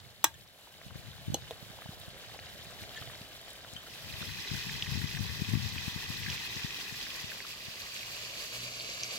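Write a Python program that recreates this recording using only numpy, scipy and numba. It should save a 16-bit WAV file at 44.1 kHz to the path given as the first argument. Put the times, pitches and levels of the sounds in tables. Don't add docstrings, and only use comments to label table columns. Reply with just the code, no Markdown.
import sys
import numpy as np
from scipy import signal
from scipy.fft import rfft, irfft, next_fast_len
from scipy.io import wavfile
from scipy.ndimage import uniform_filter1d
from numba import njit

SR = 44100
rng = np.random.default_rng(int(sys.argv[2]) if len(sys.argv) > 2 else 0)


def generate_wav(sig):
    pcm = np.round(np.clip(np.atleast_2d(sig).T, -1, 1) * 32767).astype(np.int16)
    wavfile.write(sys.argv[1], SR, pcm)


N = 404838

TOP_HZ = 15780
SIZE = next_fast_len(N + SR // 4)
HZ = np.arange(SIZE // 2 + 1) * SR / SIZE
TIME = np.arange(N) / SR


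def undb(db):
    return 10 ** (np.asarray(db) / 20)


def unit(x):
    return x / np.sqrt(np.mean(x ** 2))


def walk(rate):
    hold = int(SR / rate)
    steps = np.repeat(rng.standard_normal(N // hold + 1), hold)
    return 1.3 * uniform_filter1d(uniform_filter1d(steps, hold), hold)[:N]


def causal(hz, db):
    half = 1024
    grid = np.arange(half + 1) * SR / (2 * half)
    log_gain = np.interp(np.log(grid + 1), np.log(hz), db) * np.log(10) / 20
    cepstrum = irfft(log_gain)
    cepstrum[1:half] *= 2
    cepstrum[half + 1:] = 0
    return rfft(irfft(np.exp(rfft(cepstrum))), SIZE)


def add(out, x, s):
    i = int(s * SR)
    out[..., i:i + x.shape[-1]] += x[..., :N - i]


@njit
def bubbles(at, step, fall, size, phase, length):
    out = np.zeros((3, length + 1024))
    for k in range(len(at)):
        turn = fall[k] * np.exp(1j * step[k])
        for feed in range(3):
            z = size[k] * np.exp(1j * phase[k, feed])
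            for i in range(at[k], at[k] + min(1024, int(-5 / np.log(fall[k])))):
                out[feed, i] += z.imag
                z *= turn
    return out[:, :length]


def frying(strength_db, count=8000, spread_db=4, most_db=11, low_hz=500, span_oct=3.7, ring_ms=1.41,
           bubble_db=-7, puff_db=-12, puff_ms=9.6, reach_oct=2.0):
    chance = rng.random((count, 7))
    at = ((np.arange(count) + chance[:, 0]) * N / count).astype(np.int64)
    pitch = np.log2(low_hz) + span_oct * chance[:, 1]
    size_db = most_db * np.tanh(-spread_db * np.log(chance[:, 2]) / most_db)
    size = undb(size_db + strength_db[at])
    ring = ring_ms * 2 ** (2 * chance[:, 3] - 1) * SR / 1000
    step = 2 * np.pi * 2 ** pitch / SR
    phase = 2 * np.pi * chance[:, 4:]
    tones = bubbles(at, step, np.exp(-1 / ring), size / np.sqrt(ring), phase, N)

    hiss = rfft(rng.standard_normal((3, N)), SIZE)
    centres = np.arange(8, 14.1, 1.5)
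    octave = np.clip(np.log2(HZ + 1), centres[0], centres[-1])
    seethe = walk(19)
    seethe = unit(seethe - uniform_filter1d(seethe, size=SR // 8))
    out = undb(bubble_db + 0.28 * seethe) * unit(tones)
    for centre in centres:
        distance = np.clip((octave - centre) / (centres[1] - centres[0]), -1, 1)
        share = np.cos(np.pi / 2 * distance) ** 2
        nearness = np.exp(-((pitch - centre) / reach_oct) ** 2)
        puffs = np.bincount(at, (undb(puff_db) * size) ** 2 * nearness, N)
        lift = np.sqrt(1 + signal.lfilter([1], [1, -np.exp(-1000 / (puff_ms * SR))], puffs))
        envelope = unit(lift * undb(0.81 * seethe + 0.3 * walk(40)))
        out = out + envelope * irfft(hiss * share, SIZE)[:, :N]
    return out


# (f/Hz, left relative level/dB, right relative level/dB,
# likeness of the ports 0-1)
ABOVE_PAN = [(119, 4.5, 2, 0.5), (252, -4, -2, 0.64), (676, -2, -1, 1), (920, -8, -7.5, 0.73),
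             (1310, -7.5, -7, 0.4), (1780, -4, -4.5, 0.4), (2190, -3.5, -5.5, 0.22), (2940, -6.5, -5, 0.03),
             (3670, 2, 0.5, 0.99), (5900, -9.5, -8.5, 0.18), (7530, -8.5, -10, 0), (8600, -17, -16.5, 1),
             (12000, -14.5, -16, 0.99), (15900, -18, -16.5, 0.98)]
# (f/Hz, left relative level/dB, right relative level/dB, likeness 0-1)
BY_FIREBOX = [(121, -1, -12, 1), (410, -11, -10.5, 0.66), (560, -17.5, -20.5, 0.77),
              (1145, -10.5, -11.5, 0.74), (1310, -14.5, -16.5, 0.17), (2040, 3, -5, 0.47),
              (2150, -12, -5, 0.61), (2530, -0.5, -1.5, 0.15), (3700, -2, -2, 0.035), (6070, -12, -5, 0.18),
              (7600, -9.5, -21, 0.12), (9050, -20, -30, 0.77), (11650, -20, -17.5, 1),
              (17400, -21, -27, 0.96)]
# (f/Hz, left relative level/dB, right relative level/dB, likeness 0-1)
BESIDE_PAN = [(120, -7.5, -4, 1), (317, -2.5, -7, 0.86), (660, -4.5, -3.5, 1), (870, -11.5, -10.5, 0.28),
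              (1250, -8.5, -5, 0.92), (1950, -2, -5, 0.35), (2410, 3, 5, 0.26), (2710, 2.5, 3.5, 0.044),
              (3920, 1.5, 2, 0.95), (4870, -0.5, 7, 0.18), (7580, -5, -13, 0.089), (8850, -15.5, -44, 0.14),
              (10900, -14.5, -18, 0.83), (15700, -25.5, -26, 1)]
# (f/Hz, width/Hz, level/dB)
NARROWS = [
    [(1620, 170, 3.5), (2980, 290, 6)],
    [(410, 51, 3.5), (1960, 350, 1), (2170, 220, -5), (2484, 88, 4.5), (2860, 160, -5), (4040, 71, 4.5),
     (5040, 210, 3), (7600, 190, -0.5)],
    [(1890, 96, -6), (3380, 540, -2), (4570, 480, 0.5), (5270, 350, -8), (6600, 400, 3.5)],
]
# (dissolve start t/s, dissolve end t/s, left port delay/samples, burst level/dB,
# near echo delay/ms, echo gain, level/dB of the air above 8 kHz relative to the sizzle)
PLACES = [(-1, 0.75, -3.5, 1.5, 0.72, 0.0083, 0.5), (3.8, 4.3, -5, 1, 1.22, 0.029, 3),
          (7, 8.69, -8.5, -3, 1.76, 0.3, 6)]
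# (t/s, level/dB)
SIZZLE = [(0, -52), (.3, -55.5), (.55, -57), (.97, -52), (2.68, -49), (2.99, -47.5), (3.3, -49.5),
          (3.8, -50.5), (4.0, -49), (4.2, -44), (4.5, -39.5), (5.3, -41), (6.6, -39), (7.1, -41.5),
          (7.47, -45.5), (9.18, -37)]
AIR_HOLDS = 0.25
AIR_FLICKER_DB, AIR_FLICKER_PER_S = 1.5, 70


def sizzle():
    start, end, lags, burst_db, echo_ms, echo, place_air_db = np.transpose(PLACES)
    enter = [np.clip((TIME - a) / (b - a), 0, 1) for a, b in zip(start, end)] + [0 * TIME]
    weight = [enter[k] - enter[k + 1] for k in range(3)]
    strength_db = sum(w * db for w, db in zip(weight, burst_db))
    shared, left, right = rfft(frying(strength_db), SIZE)

    level_db = np.interp(TIME, *np.transpose(SIZZLE))
    air_db = sum(w * db for w, db in zip(weight, place_air_db))
    air_db = air_db - AIR_HOLDS * (level_db - level_db.mean())
    air_db = air_db + AIR_FLICKER_DB * walk(AIR_FLICKER_PER_S)
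    air = np.clip((HZ - 6500) / 2500, 0, 1)

    mix = 0
    colours = (ABOVE_PAN, BY_FIREBOX, BESIDE_PAN)
    for table, narrows, lag, ms, gain, w in zip(colours, NARROWS, lags, echo_ms, echo, weight):
        hz, left_db, right_db, alike = np.transpose(table)
        alike = np.clip(np.interp(HZ, hz, alike), 0, 1)
        late = np.exp(-2j * np.pi * HZ * lag / SR * (1 - air))
        at_left = np.sqrt(alike) * shared * late + np.sqrt(1 - alike) * left
        at_right = np.sqrt(alike) * shared + np.sqrt(1 - alike) * right
        pair = np.array([causal(hz, left_db) * at_left, causal(hz, right_db) * at_right])
        pair = pair * undb(sum(db / (1 + (2 * (HZ - f) / width) ** 2) for f, width, db in narrows))
        reflection = gain * np.exp(-2j * np.pi * HZ * ms / 1000 - (HZ / 4000) ** 2)
        pair = irfft(pair * (1 + reflection), SIZE)[:, :N]
        mix = mix + np.sqrt(w) * unit(pair)
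    top = irfft(rfft(mix, SIZE) * air, SIZE)[:, :N]
    return undb(level_db) * (mix - top + undb(air_db) * top)


SNAP_ABOVE_DB, SNAP_SPREAD_DB, SNAP_LOW_HZ, SNAP_SPAN_OCT = 12, -7, 1220, 3.84


def snaps(count=150):
    when, size, pitch = rng.random((count, 3)).T
    when = when * PLACES[1][1]
    hz = SNAP_LOW_HZ * 2 ** (SNAP_SPAN_OCT * pitch)
    colour = np.transpose(ABOVE_PAN)
    size_db = 6 * np.tanh(-SNAP_SPREAD_DB * np.log(size) / 6)
    colour_db = np.interp(hz, colour[0], colour[1:3].mean(axis=0))
    sizzle_db = np.interp(when, *np.transpose(SIZZLE))
    return list(zip(when, sizzle_db + SNAP_ABOVE_DB + size_db + colour_db, hz))


def peak(x):
    return x / np.abs(x).max(axis=-1, keepdims=True)


def around(hz, octaves, x):
    edges = np.minimum(hz * 2 ** np.array([-octaves, octaves]), TOP_HZ)
    return signal.sosfilt(signal.butter(3, edges, "band", fs=SR, output="sos"), x)


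# (t/s, peak level/dB, centre f/Hz)
POPS = [(0.559, -55, 600), (0.611, -47, 7600), (0.672, -48, 890), (0.815, -39, 1690), (0.8819, -40, 3150),
        (0.906, -42, 1200), (1.738, -44, 590), (1.787, -39, 660), (1.82, -34.5, 1570), (1.859, -41, 785),
        (1.999, -41, 10900), (2.09, -46, 7500), (2.297, -45, 900), (2.345, -42, 650), (2.372, -46, 8000),
        (2.39, -33.5, 2000), (2.452, -44, 7500), (2.646, -42, 7600), (2.708, -41.5, 7100),
        (2.816, -57, 11600), (2.837, -35.5, 1960), (2.871, -46, 3600), (2.8928, -37, 2600),
        (2.9372, -38, 3100), (2.946, -35.5, 3500), (2.974, -39, 3400), (2.981, -40, 3300),
        (3.003, -40, 3000), (3.015, -35, 3280), (3.0216, -35.5, 1400), (3.074, -37, 2500),
        (3.099, -36, 1380), (3.1512, -38.5, 1800), (3.2171, -38, 3650), (3.415, -44, 10300),
        (3.4814, -34, 2830), (3.4914, -52, 4500), (3.505, -38, 7000), (3.532, -42, 10900),
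        (3.6471, -36.5, 1630), (3.736, -37, 7400), (3.937, -39, 2600), (4.125, -41, 1920),
        (4.2, -44.5, 1900), (4.472, -34, 1870), (4.503, -34, 1900), (4.546, -36.5, 1710),
        (4.6945, -32, 1980), (4.8234, -19.5, 2960), (4.869, -34, 1890), (4.913, -32, 4800),
        (5.017, -33, 1800), (5.113, -36, 1900), (5.1484, -35, 1950), (5.172, -31.5, 1820),
        (5.7806, -27.5, 2670), (6.233, -32, 2400), (6.263, -28, 1940), (6.283, -32, 1900),
        (6.3012, -28, 4900), (6.326, -31, 2500), (6.2996, -26.5, 2900), (6.3786, -30, 2700),
        (6.765, -34, 3130), (7.0656, -34, 1850), (7.3178, -33.5, 1860), (7.4034, -30, 1850),
        (7.4484, -38, 1190), (7.7567, -38, 4830), (7.943, -36, 7000), (8.0022, -43, 3000),
        (8.2975, -49, 2820), (8.4058, -42, 2400), (8.4417, -56, 4230), (8.547, -40, 2444),
        (8.7984, -28.5, 4250), (8.808, -31, 2820), (8.8992, -31, 5000), (9.0075, -34, 4800),
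        (9.0336, -21, 5300), (9.0337, -31, 2800), (9.043, -28, 4940)]


def pops(near_oct=0.43, far_oct=0.26, near_ms=13, far_ms=14, alike=0.63, crack=4, skirt_db=-14, skirt_ms=4,
         thump_db=-5, thump_hz=670):
    out, t = np.zeros((2, N)), np.arange(2000) / SR

    def fade(ms):
        return np.exp(-np.log(1000) * t * 1000 / ms)

    for s, db, hz in list(POPS) + snaps():
        above = s < PLACES[1][0]
        width_oct, ring_ms = (near_oct, near_ms) if above else (far_oct, far_ms)
        both, *own = rng.standard_normal((3, len(t)))
        both[0] = crack
        tear = alike * both + (1 - alike) * np.array(own)
        burst = peak(around(hz, width_oct, tear * fade(ring_ms)))
        burst += undb(skirt_db) * peak(around(hz, 1.1, tear * fade(skirt_ms)))
        if above and hz < 3150:
            burst += undb(thump_db) * np.sin(2 * np.pi * thump_hz * t) * fade(19)
        add(out, peak(burst) * undb(db), s)
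    return out


# (f/Hz, width/Hz, relative level/dB)
PAN_RIM = [(307, 67, -13), (506, 110, -17), (710, 120, -13), (915, 57, 2), (1073, 120, 5), (1390, 69, -16),
           (1615, 27, -10.5), (1910, 61, -3.5), (2500, 115, -1), (2770, 130, -1.5), (3430, 110, 1),
           (3900, 90, 1.5), (4270, 80, -13), (5270, 130, -1), (5600, 120, -1), (5820, 100, 3.5),
           (5950, 110, -4), (6550, 95, -4), (7000, 88, -5), (7630, 120, 3.5), (7780, 110, 6.5),
           (9300, 130, -3), (11220, 98, -10), (12350, 120, -3), (12800, 200, -11), (13600, 150, 5),
           (14100, 120, 0), (15470, 170, -1)]
# (f/Hz, width/Hz, relative level/dB)
PAN_BELLY = [(2940, 110, -1.5), (3370, 110, -3), (4160, 51, 0), (4720, 200, -4), (5750, 88, -8),
             (6380, 110, 3.5), (7700, 74, -6), (7750, 100, -12), (8750, 110, -16), (8900, 97, -17),
             (11240, 96, -13.5), (12720, 85, -12), (13080, 110, -11), (14780, 140, -15)]
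# (f/Hz, width/Hz, relative level/dB)
PAN_BOWL = [(328, 74, 8.5), (462, 61, 3.5), (815, 59, 3.5), (1020, 59, -7), (1340, 90, -14)]
# (f/Hz, width/Hz, relative level/dB)
PAN_EDGE = [(467, 100, 3), (637, 120, 0.5), (1100, 280, -11), (2560, 200, -10), (3680, 190, -2),
            (3100, 300, -6), (5430, 300, -12), (6720, 250, -12)]
# (f/Hz, width/Hz, relative level/dB)
PLATE = [(1760, 40, -3), (3240, 500, 10), (3650, 400, 5), (6900, 150, 6.5)]
# (f/Hz, width/Hz, relative level/dB)
TINE = [(3160, 100, 4), (6180, 110, -10)]
# (t/s, level/dB over the loudest 10 ms, softness/ms, length of the rub/ms,
# after-sound level/dB before it is dulled, modes of what is struck)
TAPS = [(0.2419, -15, 0.011, 1, -31.5, PAN_RIM), (0.340, -51, .4, 3.1, -27, PLATE),
        (1.342, -27.5, 0.016, 3, -34, PAN_BELLY), (1.3428, -30.5, 0.065, 3.7, -38, PAN_BOWL),
        (1.508, -36, 0.03, 1.9, -35, PAN_EDGE), (2.952, -42.5, 0.088, 36, -40, PLATE),
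        (3.758, -40.5, 0.078, 12, -26, TINE)]


def taps(chatter_db=-28, chatter_ms=3, wash_ms=17, blur_db=-11, slip=0.63, lag_ms=0.042):
    out, t = np.zeros((2, N)), np.arange(SR // 8) / SR
    for s, db, soft_ms, rub_ms, wash_db, body in TAPS:
        hz, width, mode_db = np.array(body).T[..., None]
        push = np.sin(np.pi * np.clip(t * 1000 / rub_ms, 0, 1)) ** 2
        swell = signal.fftconvolve(np.exp(-np.pi * width * t), push[None], axes=1)[:, :len(t)]
        slips = rng.standard_normal((len(hz), len(t) // 64 + 1)).repeat(64, axis=1)[:, :len(t)]
        swell = undb(mode_db) * swell * (1 + slip * push * uniform_filter1d(slips, size=32))
        left_time = np.maximum(t - (hz < 10000) * lag_ms / 1000, 0)
        ring = np.array([(swell * np.sin(2 * np.pi * hz * u)).sum(axis=0) for u in (left_time, t)])
        jolts = rng.standard_normal((4, len(t)))
        apart = jolts[:2] - jolts[2]
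        tail_noise = jolts[2] + uniform_filter1d(apart, size=4) - uniform_filter1d(apart, size=21)
        fade = undb(chatter_db) * np.exp(-t * 1000 / chatter_ms) * tail_noise
        fade += undb(wash_db) * np.exp(-t * 1000 / wash_ms) * uniform_filter1d(tail_noise, size=3)
        ring += signal.fftconvolve(ring, fade, axes=1)[:, :len(t)]
        blur = signal.lfilter([1, -1], [1, -.85], jolts[3])
        ring += undb(blur_db) * uniform_filter1d(np.abs(ring), size=64, origin=31) * blur
        keep = np.exp(-1000 / (soft_ms * SR))
        ring = signal.lfilter([1 - keep], [1, -keep], ring)
        ring = signal.sosfilt(signal.butter(3, 0.9 * hz.min(), "high", fs=SR, output="sos"), ring)
        loudest = np.sqrt(uniform_filter1d(np.mean(ring ** 2, axis=0), size=SR // 100).max())
        add(out, ring * undb(db) / loudest, s)
    return out


# (t/s, left level/dB, right level/dB)
GUSTS = [(0, -62, -59), (.4, -54.5, -60), (.6, -82, -80), (.9, -48, -53), (1.25, -51, -54), (1.6, -59, -55),
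         (2.35, -62, -58.5), (2.6, -57, -54.5), (3.15, -60, -53.5), (3.6, -74, -70), (4.15, -44, -57),
         (4.35, -41, -59), (4.46, -51, -60), (4.54, -29.5, -57), (4.62, -49, -56), (4.68, -40, -51.5),
         (4.8, -39.5, -51), (4.93, -36.5, -67), (5.01, -28.5, -63), (5.09, -47, -55), (5.19, -31, -57),
         (5.25, -39, -59), (5.35, -35.5, -54), (5.46, -37, -53), (5.55, -29, -52), (5.65, -38.5, -54),
         (5.85, -43.5, -61), (6.3, -42.5, -63), (6.55, -70, -57), (7.5, -79, -66), (9.18, -87, -79)]
# (t/s, dip level/dB at the port hit harder before the bass cut,
# left minus right level/dB)
BUFFETS = [(0.865, -31, -16), (0.958, -26, 4), (1.283, -17, 5.5), (1.303, -16.5, -9), (1.324, -21, 3),
           (1.339, -20, -16), (1.629, -29.5, -18), (1.704, -32, -22), (1.86, -30, -3), (1.893, -27.5, 0),
           (2.082, -30, -1), (2.822, -32, -2), (2.833, -34, 1), (3.017, -31, -6), (3.215, -33, 0),
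           (3.734, -32, 14), (3.758, -31, 16), (4.216, -26, 20), (4.29, -25.5, 21), (4.517, -19.5, 23),
           (4.543, -22, 27), (4.67, -23.5, 31), (4.958, -20, 22), (4.976, -17, 52), (5.018, -22, 20),
           (5.044, -16.5, 22), (5.209, -16, 25), (5.421, -12.5, 19), (5.49, -17, 16.5), (5.538, -8, 13.5),
           (5.555, -11, 24), (5.575, -15, 22), (5.764, -19, 27), (5.881, -16.5, 22), (5.963, -19.5, 24),
           (6.104, -18, 27), (6.287, -26, 22), (6.566, -24, 22), (6.648, -17.5, 27), (6.926, -28, 15),
           (7.244, -26, 10.5), (7.685, -29.5, 9)]
BUFFET_LAG_MS, ONE_PORT_DB = 2.14, 13.5


def wind(count=900, spread_db=1.0, eddy_ms=2.13, buffet_ms=1.5, cut_hz=80, murmur_db=-6):
    s, *level_db = np.transpose(GUSTS)
    at, db, pan_db = np.transpose(BUFFETS)
    t = np.arange(-400, 401) / SR
    cut = signal.butter(2, cut_hz, "high", fs=SR, output="sos")

    def dips(impulses, ms):
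        return signal.sosfiltfilt(cut, signal.fftconvolve(impulses, -np.exp(-(t * 1000 / ms) ** 2), "same"))

    out = np.zeros((2, N))
    for port in range(2):
        when, size = rng.random((count, 2)).T
        size_db = 10 * np.tanh(-spread_db * np.log(size) / 10)
        eddies = unit(np.bincount((when * N).astype(int), undb(size_db), N))
        eddies = eddies + undb(murmur_db) * rng.standard_normal(N)
        eddies = eddies * undb(4.0 * np.tanh(walk(18) / 1.3))
        steady = unit(dips(eddies, eddy_ms))
        lee_db = np.maximum(0, pan_db * (2 * port - 1))
        hit = at + (lee_db > 0) * BUFFET_LAG_MS / 1000
        strength = (lee_db < ONE_PORT_DB) * undb(db - lee_db)
        strong = dips(np.bincount((hit * SR).astype(int), strength, N), buffet_ms)
        out[port] = steady * undb(np.interp(TIME, s, level_db[port])) + strong
    return out


# (t/s, f/Hz, level/dB)
DRONE = [(7.92, 122.6, -68), (8.1, 112.6, -59.5), (8.25, 112.2, -64), (8.42, 116.4, -81),
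         (8.6, 122.3, -52.5), (8.92, 125.7, -66.5), (9.07, 125.9, -58), (9.18, 128, -81)]


def drone():
    s, hz, db = np.transpose(DRONE)
    turn = np.pi * np.cumsum(np.interp(TIME, s, hz)) / SR
    orders = np.sin(2 * turn) + undb(-25) * np.sin(turn)
    orders = orders + undb(-9.5) * np.sin(3 * turn) + undb(-11.5) * np.sin(4 * turn)
    return np.sqrt(2) * orders * undb(np.interp(TIME, s, db, left=-120))


def scene():
    return sizzle() + pops() + taps() + wind() + drone()


def record(dry):
    trimmed = signal.sosfilt(signal.butter(2, 40, "high", fs=SR, output="sos"), dry)
    return signal.sosfilt(signal.ellip(10, .2, 80, TOP_HZ, fs=SR, output="sos"), trimmed)


dry = scene()
out = record(dry)
generate_wav(out)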